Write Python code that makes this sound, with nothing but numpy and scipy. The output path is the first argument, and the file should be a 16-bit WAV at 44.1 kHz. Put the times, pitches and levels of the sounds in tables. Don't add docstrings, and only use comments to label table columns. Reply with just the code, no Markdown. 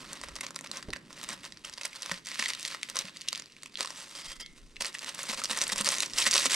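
import sys
import numpy as np
from scipy import signal
from scipy.fft import rfft, irfft
from scipy.io import wavfile
from scipy.ndimage import uniform_filter1d

SR = 44100
rng = np.random.default_rng(int(sys.argv[2]) if len(sys.argv) > 2 else 0)


def unload_audio(sound):
    columns = np.transpose(np.atleast_2d(sound))
    steps = np.round(np.clip(columns, -1, 1) * 32767)
    wavfile.write(sys.argv[1], SR, steps.astype(np.int16))


N = 288855


def gain_of(db):
    return 10 ** (np.asarray(db) / 20)


def evened(x):
    return x / np.sqrt(np.mean(x ** 2, -1, keepdims=True) + 1e-20)


def read(points, hz):
    f, value = np.transpose(points)
    return np.interp(np.log(hz + 1), np.log(f + 1), value)


def curves(table):
    s, *columns = np.transpose(table)
    return [np.interp(np.arange(N) / SR, s, column) for column in columns]


def add(mix, s, sound):
    part = mix[..., max(round(s * SR), 0):][..., :sound.shape[-1]]
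    part += sound[..., :part.shape[-1]]


def causal(db):
    ceps = irfft(np.maximum(db, -100) * np.log(10) / 20)
    half = ceps.shape[-1] // 2
    ceps[..., 1:half] *= 2
    ceps[..., half + 1:] = 0
    return np.exp(rfft(ceps))


def band(x, lo_hz, hi_hz):
    return signal.sosfilt(signal.butter(2, [lo_hz, hi_hz], "bandpass", fs=SR, output="sos"), x)


def background():
    # (time [s], level [dB])
    murmur_levels = [(0, -54), (.15, -58), (.9, -57), (1.4, -58.5), (1.95, -67), (2.15, -61.5), (3.4, -63),
                     (4.2, -63), (4.3, -63.5), (5.0, -62), (5.8, -55.5), (6.55, -55)]
    # (time [s], length [s], deep rumble [dB], thudding [dB])
    drags = [(0, 0.18, -67, -73), (0.187, 0.24, -63, -59), (0.834, .13, -55, -56), (1.0, 0.86, -83, -74),
             (2.08, .1, -72, -66), (4.24, .08, -55, -66), (4.26, 0.64, -55.5, -87), (5.2, 0.64, -70, -88),
             (5.734, 0.11, -61, -78), (6.096, 0.36, -61, -73)]
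    rest_rumble_db, rest_thud_db = -76.5, -89
    murmur_db, = curves(murmur_levels)
    cloth = np.ones((2, N)) * gain_of([[rest_rumble_db], [rest_thud_db]])
    for s, length_s, *db in drags:
        swell = signal.windows.tukey(round(length_s * SR), 0.4)
        add(cloth, s, gain_of(db)[:, None] * swell)
    rumble_gain, thud_gain = cloth
    shared, own = rng.standard_normal((3, 1, N)), rng.standard_normal((3, 2, N))
    murmur, thud, rumble = shared + np.reshape([.2, .2, .35], (3, 1, 1)) * own
    return (gain_of(murmur_db) * evened(band(murmur, 122, 332))
            + thud_gain * evened(band(band(thud, 40, 133), 39, 67))
            + rumble_gain * evened(band(band(rumble, 9.5, 44), 6.3, 44)))


def jolts():
    # (time [s], peak [dB], t60 [s])
    knocks = [(0.884, -34, 0.14), (4.249, -65, .08)]
    out, t = np.zeros(N), np.arange(SR // 5) / SR
    for s, db, t60 in knocks:
        knock = band(rng.standard_normal(len(t)), 31, 410) * gain_of(-60 * t / t60)
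        add(out, s, gain_of(db) * knock / abs(knock).max())
    return out


def surrounds(x, wet_db=-15):
    # (delay [ms], level [dB])
    echoes = [(1.6, -48), (3.1, -28.5), (4.6, -34), (6.5, -30)]
    # (frequency [Hz], t60 [s])
    decay = [(300, 0.28), (1500, 0.29), (4000, 0.12), (10000, 0.062)]
    size, slot = SR // 5, 20
    starts = np.arange(60, size - slot, slot)
    at = starts + rng.integers(0, slot, (2, len(starts)))
    taps = np.zeros((2, size))
    np.put_along_axis(taps, at, rng.choice([-1., 1.], at.shape), 1)
    hz, t, z = signal.stft(taps, SR, nperseg=128)
    fade = gain_of(-60 * t / read(decay, hz)[:, None])
    tail = signal.istft(z * fade, SR, nperseg=128)[1][:, :size]
    tail *= gain_of(wet_db) / np.linalg.norm(tail[0])
    tail[:, 0] = 1
    for ms, db in echoes:
        tail[:, round(ms * SR / 1000)] += gain_of(db)
    return signal.fftconvolve(x, tail, axes=1)[:, :N]


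def pot_air():
    # (time [s], level of the main tone [dB] before its rise and decay, frequency [Hz])
    thumps = [(0.241, -51, 225), (0.695, -43, 183), (0.881, -47, 280), (1.303, -42, 220), (2.047, -51, 328),
              (2.114, -35, 177), (2.393, -40, 223), (2.503, -53, 301), (2.993, -46, 183), (3.044, -41, 188),
              (3.796, -41, 410), (4.254, -48, 146), (4.804, -44, 204), (4.886, -47, 376), (5.061, -48, 226),
              (5.179, -47, 152), (5.292, -37, 220), (5.381, -43, 220), (5.503, -38, 225), (5.613, -44, 180),
              (5.725, -37, 203), (5.803, -33, 207), (5.865, -43, 214), (6.266, -36, 222), (6.341, -40, 376),
              (6.454, -36, 261)]
    t60_at_40_s, longer_per_db, rise_s = 0.1, 1.06, 0.0033
    out, t = np.zeros(N), np.arange(SR // 3) / SR
    rise = 1 - np.exp(-(t / rise_s) ** 2)
    # (frequency [Hz], level against the main tone [dB])
    overtones = sum(gain_of(g - 60 * t / 0.094) * np.sin(2 * np.pi * f * t) for f, g in [(550, 0.5), (660, -12)])
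    for s, db, hz in thumps:
        t60 = t60_at_40_s * longer_per_db ** (db + 40)
        add(out, s, gain_of(db - 60 * t / t60) * rise * (np.sin(2 * np.pi * hz * t) + overtones))
    return out


def pot_wall():
    # (frequency [Hz], relative level [dB], t60 [s])
    modes = [(1350, -5.5, 0.6), (2130, 6.5, 0.45), (2760, -21, .07), (3230, 13, 0.18), (4940, 22, 0.038),
             (5500, -3, 0.025)]
    # (time [s], length of the rub [ms], level of rub and ring [dB])
    rubs = [(4.15, 180, -53.5), (4.398, 35, -54)]
    out, t = np.zeros(N), np.arange(SR // 3) / SR
    wall = np.zeros(len(t))
    for f, g, t60 in modes:
        for split in 1 + .032 * rng.standard_normal(9):
            wall += gain_of(g - 60 * t / t60) * np.sin(2 * np.pi * f * split * t)
    for s, ms, db in rubs:
        rub = rng.standard_normal(round(ms * SR / 1000)) ** 3
        add(out, s, gain_of(db) * evened(np.convolve(rub, wall)))
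    return out


def creases(pitch_hz, low_db, top_db, ms, peak_db, lumps_db):
    # (frequency [Hz], relative level [dB])
    foil = [(180, -27.5), (300, -14.5), (469, -12), (535, -4), (757, -16), (1040, -4), (1570, -7.5),
            (1910, -2.5), (2290, -4.5), (2750, -1.5), (3090, -4), (5890, 0), (9990, -5.5), (13200, -21),
            (15600, -29.5)]
    # (frequency [Hz], width [Hz], boost [dB])
    pouch = [(1937, 84, 2.5), (2120, 64, 3), (4550, 400, 1.5), (8260, 1500, 2.5)]
    t, hz = np.arange(1024) / SR, np.fft.rfftfreq(1024, 1 / SR)
    pitch_hz, low_db, top_db, ms = (np.reshape(c, (-1, 1)) for c in (pitch_hz, low_db, top_db, ms))
    count = len(ms)

    attack = 1 - np.exp(-t / 0.000067)
    decay = np.exp(-(1000 * t / np.maximum(ms, .1)) ** 1.38)
    volley = rng.standard_normal((count, len(t))) * decay * attack

    octaves = np.log2((hz + 1) / pitch_hz)
    db = read(foil, hz) + peak_db * np.exp(-(octaves / 0.24) ** 2)
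    db = db - 3.43 * np.clip(-octaves, 0, 3) - 2.8 * np.maximum(octaves, 0)
    db = db + low_db / (1 + (hz / 1600) ** 4) + top_db / (1 + (5500 / (hz + 1)) ** 4)
    lumps = uniform_filter1d(rng.standard_normal((count, len(hz))), size=12)
    db = db + lumps_db * evened(lumps)
    db = db + sum(g / (1 + (2 * (hz - f) / width) ** 2) for f, width, g in pouch)

    spectrum = rfft(volley)
    spectrum /= uniform_filter1d(abs(spectrum), size=16) ** 0.63
    lean_db = 0.89 * rng.standard_normal((count, 1))
    lead_samples = 0.094 * rng.standard_normal((count, 1))
    lean = gain_of(lean_db) * np.exp(2j * np.pi * hz * lead_samples / SR)
    late = np.exp(-2j * np.pi * hz * 4 / SR)
    patch = spectrum * causal(db) * late
    return irfft(patch[:, None] * np.stack([lean, 1 / lean], axis=1))


def crackle(per_s=2200, spread_db=3.5):
    # (time [s], level before colour [dB])
    work = [(0.0, -46), (0.58, -56.5), (0.77, -50), (0.91, -63), (1.17, -45), (1.29, -49.5), (1.62, -59),
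            (1.95, -50.5), (2.11, -42.5), (2.26, -48.5), (2.57, -45.5), (2.79, -49.5), (3.26, -50.5),
            (3.43, -56.5), (3.68, -59), (3.89, -48), (4.16, -49), (4.29, -64), (4.52, -62), (4.8, -60.5),
            (4.98, -50), (5.82, -37.5), (5.97, -38), (6.22, -42.5), (6.38, -47.5), (6.55, -22.5)]
    # (time [s], low end [dB], top end [dB])
    colour = [(0, 10, -6), (1.0, 9.5, -5.5), (2.1, 5.5, -6), (2.3, -3.5, -6.5), (2.95, 6.5, -6.5),
              (3.4, 0.5, -8.5), (4.0, 6.5, -2.5), (4.4, 3.5, -2), (5.0, 6.5, -5), (5.8, 6.5, -2),
              (6.55, 0.5, -2)]
    # (time [s], length [ms], change [dB])
    pauses = [(.98, 200, -5.5), (1.57, 79, 0.5), (2.188, 81, -13), (3.1, 45, -3.5), (5.35, 25, -3.5),
              (5.459, 20, -2.5), (5.736, 21.5, -12), (5.82, 19, -15), (6.063, 74, -8.5), (6.47, 27, -21)]
    # (time [s], length before stretching [ms], added level [dB])
    flurries = [(0.115, 22, -44), (0.156, 20, -47), (0.233, 12, -35.5), (0.276, 21, -47), (0.36, 14, -41),
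                (0.41, 7.7, -39.5), (0.433, 19, -39), (0.461, 31, -48.5), (0.56, 7.8, -39.5),
                (0.641, 6.7, -39), (0.659, 12, -48), (0.739, 50, -41), (0.817, 14, -66), (0.884, 9.6, -51),
                (0.959, 10, -47), (1.1, 16, -48.5), (1.23, 19, -39.5), (1.288, 53, -39), (1.435, 38, -42.5),
                (1.645, 44, -44.5), (1.726, 17, -49), (1.771, 26, -48.5), (1.812, 12, -46),
                (1.842, 26, -38), (1.954, 16.6, -40), (2.015, 51, -48), (2.113, 2.9, -37), (2.265, 67, -41),
                (2.338, 16, -39.5), (2.388, 76, -36), (2.486, 23, -33.5), (2.586, 12, -41),
                (2.621, 66, -41.5), (2.7, 54, -40), (2.83, 20, -49), (2.889, 15, -40.5), (2.959, 64, -37),
                (3.052, 34, -46), (3.154, 12, -60), (3.206, 16, -57), (3.276, 10, -41), (3.323, 15, -40),
                (3.35, 53, -46), (3.519, 10, -61), (3.561, 16, -68), (3.63, 15, -59), (3.791, 42, -34),
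                (3.895, 13, -45), (3.966, 71, -44.5), (4.152, 73, -43.5), (4.245, 25, -43),
                (4.288, 45, -41.5), (4.353, 22, -51), (4.401, 16.2, -40), (4.565, 24, -52), (4.76, 12, -56),
                (4.808, 17.5, -29), (4.839, 55, -37), (4.942, 16, -39), (5.014, 24, -38.5),
                (5.066, 34, -35), (5.14, 17, -47), (5.184, 39, -37), (5.234, 8.7, -38.5),
                (5.255, 25, -41.5), (5.289, 29, -30.5), (5.376, 28, -34.5), (5.329, 20, -33),
                (5.439, 14, -39), (5.523, 13, -35), (5.499, 17.7, -25.5), (5.568, 32, -34.5),
                (5.608, 36, -31.5), (5.692, 7.1, -29), (5.721, 14.4, -28), (5.76, 9.8, -39),
                (5.782, 36.4, -30.5), (5.857, 24, -26), (5.898, 50, -30), (5.969, 14, -34.5),
                (6.025, 9.6, -27.5), (6.103, 17, -44.5), (6.174, 54, -28.5), (6.214, 33, -30),
                (6.262, 25.7, -24), (6.327, 140, -29), (6.455, 9.1, -22)]
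    (level_db,), (low_db, top_db) = curves(work), curves(colour)
    for s, ms, db in pauses:
        add(level_db, s, db * signal.windows.tukey(round(ms * SR / 1000), 0.3))
    power = gain_of(level_db) ** 2
    for s, ms, db in flurries:
        swell = signal.windows.tukey(round(1.53 * ms * SR / 1000), 0.68)
        add(power, s - 0.32 * ms / 1000, gain_of(db) ** 2 * swell)

    count = 32
    shapes = creases(np.geomspace(1500, 8000, count), np.zeros(count), np.zeros(count),
                     rng.uniform(0.11, 1.0, count), peak_db=4.0, lumps_db=3)
    shapes /= np.std(shapes, axis=(1, 2), keepdims=True)
    happens = rng.random(N) < per_s / SR
    size = gain_of(spread_db * np.minimum(rng.exponential(1, N), 4)) * happens
    size = evened(size) * np.sqrt(power / shapes.shape[-1])
    which, out = rng.integers(0, count, N), np.zeros((2, N))
    for k, shape in enumerate(shapes):
        out += signal.oaconvolve((size * (which == k))[None], shape, axes=1)[:, :N]

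    low, top = band(out, 89, 1516), band(out, 3280, 15500)
    return out + (gain_of(low_db) - 1) * low + (gain_of(top_db) - 1) * top


def snaps():
    # (time [s], dry peak of the left-right mean [dB], pitch of the foil patch [Hz],
    # low end [dB], top end [dB])
    loud_creases = [(0.1311, -23.5, 3919.0, -1.2, 15), (0.2142, -23.5, 5500, 22, 3.5),
                    (0.2858, -26, 5426.0, 20.5, -5), (0.3554, -26, 5512.0, 6, 3),
                    (0.3634, -22, 5200, 7, -4), (0.387, -34, 1937.0, 11, -5), (0.4084, -24, 2500, -6, 8),
                    (0.4656, -24, 6158.0, 5.7, -12), (0.5068, -27.5, 1230, 9.5, 5),
                    (0.546, -31.5, 3703.0, 18, -1), (0.5574, -30, 5211.0, 5.7, 5.9),
                    (0.561, -20.5, 3789.0, 2, 7), (0.5899, -23.5, 1910, -6, 3), (0.61, -25, 8450, 26, 10),
                    (0.646, -41, 2340, 4.3, -11), (0.6618, -28.5, 1894.0, -2, -9),
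                    (0.6727, -27, 5470, -3, -9), (0.7147, -19, 4565.0, 19, 5),
                    (0.7709, -22.4, 5857.0, -4, -2), (0.8264, -30, 1760, 1, -5.5),
                    (0.9042, -28, 4720, 12, -11), (0.9298, -28, 3630, 0, -19),
                    (0.934, -17.5, 1720, 0.5, -7.5), (0.9613, -27, 1720, 7, -14),
                    (0.9675, -36.5, 1780, -3, -4), (1.1288, -28.5, 5540, 4, -4), (1.2139, -29, 3080, 7, -4),
                    (1.2314, -26, 4177.0, -0.4, 13), (1.2392, -20.9, 4380, 13, 6),
                    (1.2895, -18.5, 7900, 5.3, -9), (1.3052, -22.5, 2120, -5, 1.5),
                    (1.3305, -27, 1464.0, 11, 13), (1.4512, -26.0, 4700, 4, -2),
                    (1.5223, -31, 4050, -1.1, -11), (1.5724, -33, 5900, -3, -20),
                    (1.6471, -28, 3130, 5.2, -10), (1.6506, -23.5, 2110.0, -10, -1),
                    (1.6966, -29, 4435.0, 17, 1), (1.7276, -33.9, 4737.0, 7, -2.6),
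                    (1.7371, -29.5, 5250, -2.8, -6), (1.7766, -31, 4694.0, 13, -9),
                    (1.7802, -26, 4600, 10, -13), (1.8116, -23.5, 2260, 1, -2.7),
                    (1.8335, -24, 4900, 6, -3), (1.8509, -23, 2170, 16, 4), (1.855, -15.5, 8700, -10, -3),
                    (1.93, -33.5, 2239.0, -8.4, -6.7), (1.9583, -31, 4620, -3, -3),
                    (2.021, -22.5, 5469.0, 7, 5), (2.03, -23.5, 4823.0, 7.5, -5.5),
                    (2.0606, -21, 5500, 8, -6), (2.0957, -22.4, 2600, 13.5, 0), (2.1141, -18, 1960, 7, -10),
                    (2.1177, -17.5, 1808.0, 16, 7), (2.1419, -22.4, 2067.0, -1.2, -5),
                    (2.176, -32, 4220.0, 11, -20), (2.25, -35, 6373.0, 2.9, 8.1),
                    (2.259, -27.9, 5426.0, -5, 9), (2.2699, -20, 2720, 7, 6), (2.2875, -26.5, 2500, 9, 8),
                    (2.3163, -24.5, 2000, 0, -12), (2.357, -22.5, 1894.0, 1, -8),
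                    (2.3927, -17.5, 1830, 6, -3), (2.3969, -17, 5986.0, -6, 1),
                    (2.4249, -16, 2150, 7.5, -6), (2.459, -14.5, 1990, -8, -16),
                    (2.4674, -29, 4306.0, 6, -16), (2.4823, -24, 8182.0, -1, 7.9),
                    (2.4878, -20.5, 4392.0, -14, 7), (2.5034, -15.5, 4370, 7, -10),
                    (2.5084, -25, 2799.0, 10, -3.6), (2.5342, -22, 2880, -9, -11),
                    (2.5493, -24.5, 4000, 3, 1.3), (2.5965, -27, 2239.0, -2, 13),
                    (2.6076, -31, 5254.0, -12, 12), (2.629, -20.5, 5640, -6, 7),
                    (2.6509, -14, 2000, -25, -8.5), (2.6577, -24.2, 2799.0, -3, 7),
                    (2.664, -25.7, 4521.0, -13, 0), (2.6769, -24, 4091.0, -2, 0),
                    (2.7135, -26, 4240, 3.5, 1), (2.747, -21.5, 1300, 11.5, -3),
                    (2.8309, -15.5, 2370, -8, -7.5), (2.8932, -33, 2799.0, -2, 9),
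                    (2.8994, -21, 4470, 6, 9), (2.957, -22.5, 5900.0, 18, 8),
                    (2.9678, -14.5, 5943.0, 7.5, -14), (2.9889, -15, 5770.0, -1.8, 0),
                    (3.0534, -25, 4048.0, -9, -12), (3.083, -31.5, 2740, 3.9, -14),
                    (3.0949, -34, 4600, 15, -9), (3.1609, -36.5, 2153.0, -5.6, -15),
                    (3.1704, -24.5, 4600, -19, -6), (3.211, -28.7, 4240, -13, 1),
                    (3.2166, -24.5, 2368.0, -29, -5), (3.2852, -14.5, 3120, -24, -6),
                    (3.3289, -16.5, 4909.0, 11, 0), (3.3498, -21.5, 3150, -25, -18),
                    (3.3574, -20.5, 3240, -15, -14.5), (3.3767, -22.5, 4450, 6.5, -4),
                    (3.3973, -25, 5986.0, 11, -7), (3.4212, -29.5, 6040, 9, -13),
                    (3.4587, -34.5, 4940, 1.3, -7), (3.5217, -40, 4349.0, 10, -7),
                    (3.5653, -40, 2350, -3.9, -11.4), (3.624, -32.9, 4478.0, -3, -7),
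                    (3.633, -24, 2110.0, 2, 3), (3.659, -29.5, 2713.0, 8, 3), (3.672, -39, 2670.0, 0, 1),
                    (3.7427, -37, 4565.0, 3.8, -10.5), (3.7554, -21, 4100, -30, -43),
                    (3.7726, -23, 4177.0, -6, -17), (3.8074, -12, 4770, 12, -6), (3.829, -21, 4600, -7, -1),
                    (3.8473, -22.5, 1140, 7, -3), (3.8585, -21, 4600, -13, -4.3),
                    (3.8734, -25.5, 4048.0, 5.6, -9), (3.9048, -23.5, 5600, 18, -4),
                    (4.152, -28.5, 4694.0, 2, -14), (4.4615, -30.5, 4048.0, -22, -12),
                    (4.7593, -35.7, 4005.0, -5.0, -21), (4.7654, -30, 2067.0, -16, -20),
                    (4.8204, -18.5, 1890, 13, 13), (4.847, -17, 1790, -2, -3), (4.856, -21, 4700, 1, -5.3),
                    (4.8659, -20, 6115.0, 3.3, 23), (4.9293, -33, 4823.0, -1, -2.8),
                    (4.9493, -22.5, 1840, -7, -12), (4.9856, -24, 6287.0, 7, -2),
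                    (4.992, -23, 4650, -9.5, -2.9), (5.0452, -22.5, 1960, 9, 2.9),
                    (5.091, -24, 2971.0, 1, 3), (5.1474, -26.5, 5297.0, 3.8, 22),
                    (5.231, -23, 6158.0, 7.7, 34), (5.417, -25.0, 1210, 2, -5),
                    (5.438, -18, 6287.0, -3, 0.2), (5.4438, -16.5, 4700, 12, -2),
                    (5.4556, -18.5, 5060, -1, -7.2), (5.5473, -25, 1937.0, 4, 2),
                    (5.573, -18.5, 1880, 16.5, 14.5), (5.5878, -17, 5512.0, -3, 3),
                    (5.615, -10.5, 5684.0, 6.1, -8), (5.621, -12.5, 5630, -1, 0),
                    (5.6384, -14.5, 5124.0, -1, 3.3), (5.6684, -23, 3789.0, -7, -11),
                    (5.6796, -17, 8441.0, -6, 17), (5.699, -19, 1981.0, 4, -6), (5.72, -20, 5081.0, -2, 15),
                    (5.7604, -19.5, 6072.0, 11, 16), (5.7804, -18.5, 5600, 10, 9),
                    (5.8108, -11.5, 8850, 15, -2), (5.846, -18.4, 4435.0, 0.4, 8),
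                    (5.868, -15.3, 4392.0, 1.7, -8), (5.8891, -6.5, 6200, 12, 0),
                    (5.9185, -18.3, 9500, 0, 14), (5.9394, -24, 4400, 7, 11), (5.9838, -16, 6700, 11, -1),
                    (6.0044, -11, 3830, 0, 2.7), (6.0225, -14, 7950, -3, -3),
                    (6.0347, -16.5, 3200, -14, -9), (6.0474, -37, 2713.0, 4, -4.2),
                    (6.06, -20, 5600, -11, 0), (6.0988, -26, 5469.0, 10, -12),
                    (6.1349, -23.5, 5297.0, -11, -16), (6.1846, -10.5, 5641.0, -10, -6),
                    (6.222, -14, 2842.0, -13, -9), (6.2536, -17.5, 1920, 8, 4),
                    (6.2598, -16.5, 1860, -3, -1.7), (6.2642, -12.5, 1800, 2, -5),
                    (6.3113, -11.5, 6115.0, -5, -1), (6.316, -12, 6029.0, -11, 1),
                    (6.3289, -14.5, 3380, 2, -10), (6.3341, -13.3, 4900, -6.0, -10),
                    (6.3394, -9, 5641.0, -13, -4), (6.3512, -11.5, 6000, 11, -7),
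                    (6.3571, -7, 5430, 8, -13), (6.3654, -7.5, 2610, -2, -4), (6.3785, -8, 4900, -12, -7),
                    (6.3821, -12.5, 3130, 0, -14), (6.3916, -17, 4263.0, 31, 9),
                    (6.4125, -23, 7967.0, 2.6, -2), (6.4567, -11.3, 7000, 30.5, 0),
                    (6.4645, -15, 4000, -6, -5.1), (6.5087, -14.5, 4263.0, -2.9, -1.8),
                    (6.5473, -13, 6140, -0.7, 12.8)]
    ms_at_4khz, shorter_per_octave, length_spread = 0.82, 0.62, 0.88
    s, db, hz, low_db, top_db = np.transpose(loud_creases)
    ms = ms_at_4khz * shorter_per_octave ** np.log2(hz / 4000)
    ms = ms * np.exp(length_spread * rng.standard_normal(len(s)))
    sound = creases(hz, low_db, top_db, ms, peak_db=6.0, lumps_db=2.8)
    peak = abs(sound.mean(1)).max(1)
    sound = sound * (gain_of(db) / peak)[:, None, None]
    out = np.zeros((2, N))
    for at, crease in zip(s, sound):
        add(out, at, crease)
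    return out


def scene():
    foil_and_pot = snaps() + crackle() + pot_air() + pot_wall()
    return surrounds(foil_and_pot) + background() + jolts()


def record(dry):
    # (frequency [Hz], left minus right [dB])
    balance = [(60, -1.0), (150, -1.6), (380, -0.84), (950, -1.2), (2380, -1.6), (5980, -1.4),
               (15000, 0.015)]
    # (frequency [Hz], lead of the left [rad])
    lead = [(0, -0.54), (1550, -0.071), (1890, -0.28), (3270, -0.83), (5770, -0.41), (6980, -0.94),
            (7670, 0.15), (10200, 0.41), (13200, 1), (15300, 1)]
    edge_hz = 15780
    hz = np.fft.rfftfreq(N, 1 / SR)
    half = gain_of(read(balance, hz) / 2) * np.exp(.5j * read(lead, hz))
    ports = irfft(rfft(dry) * np.array([half, 1 / half]), N)
    lowpass = signal.firwin(511, edge_hz, window=("kaiser", 9), fs=SR)
    return signal.oaconvolve(ports, lowpass[None], "same")


dry = scene()
out = record(dry)
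unload_audio(out)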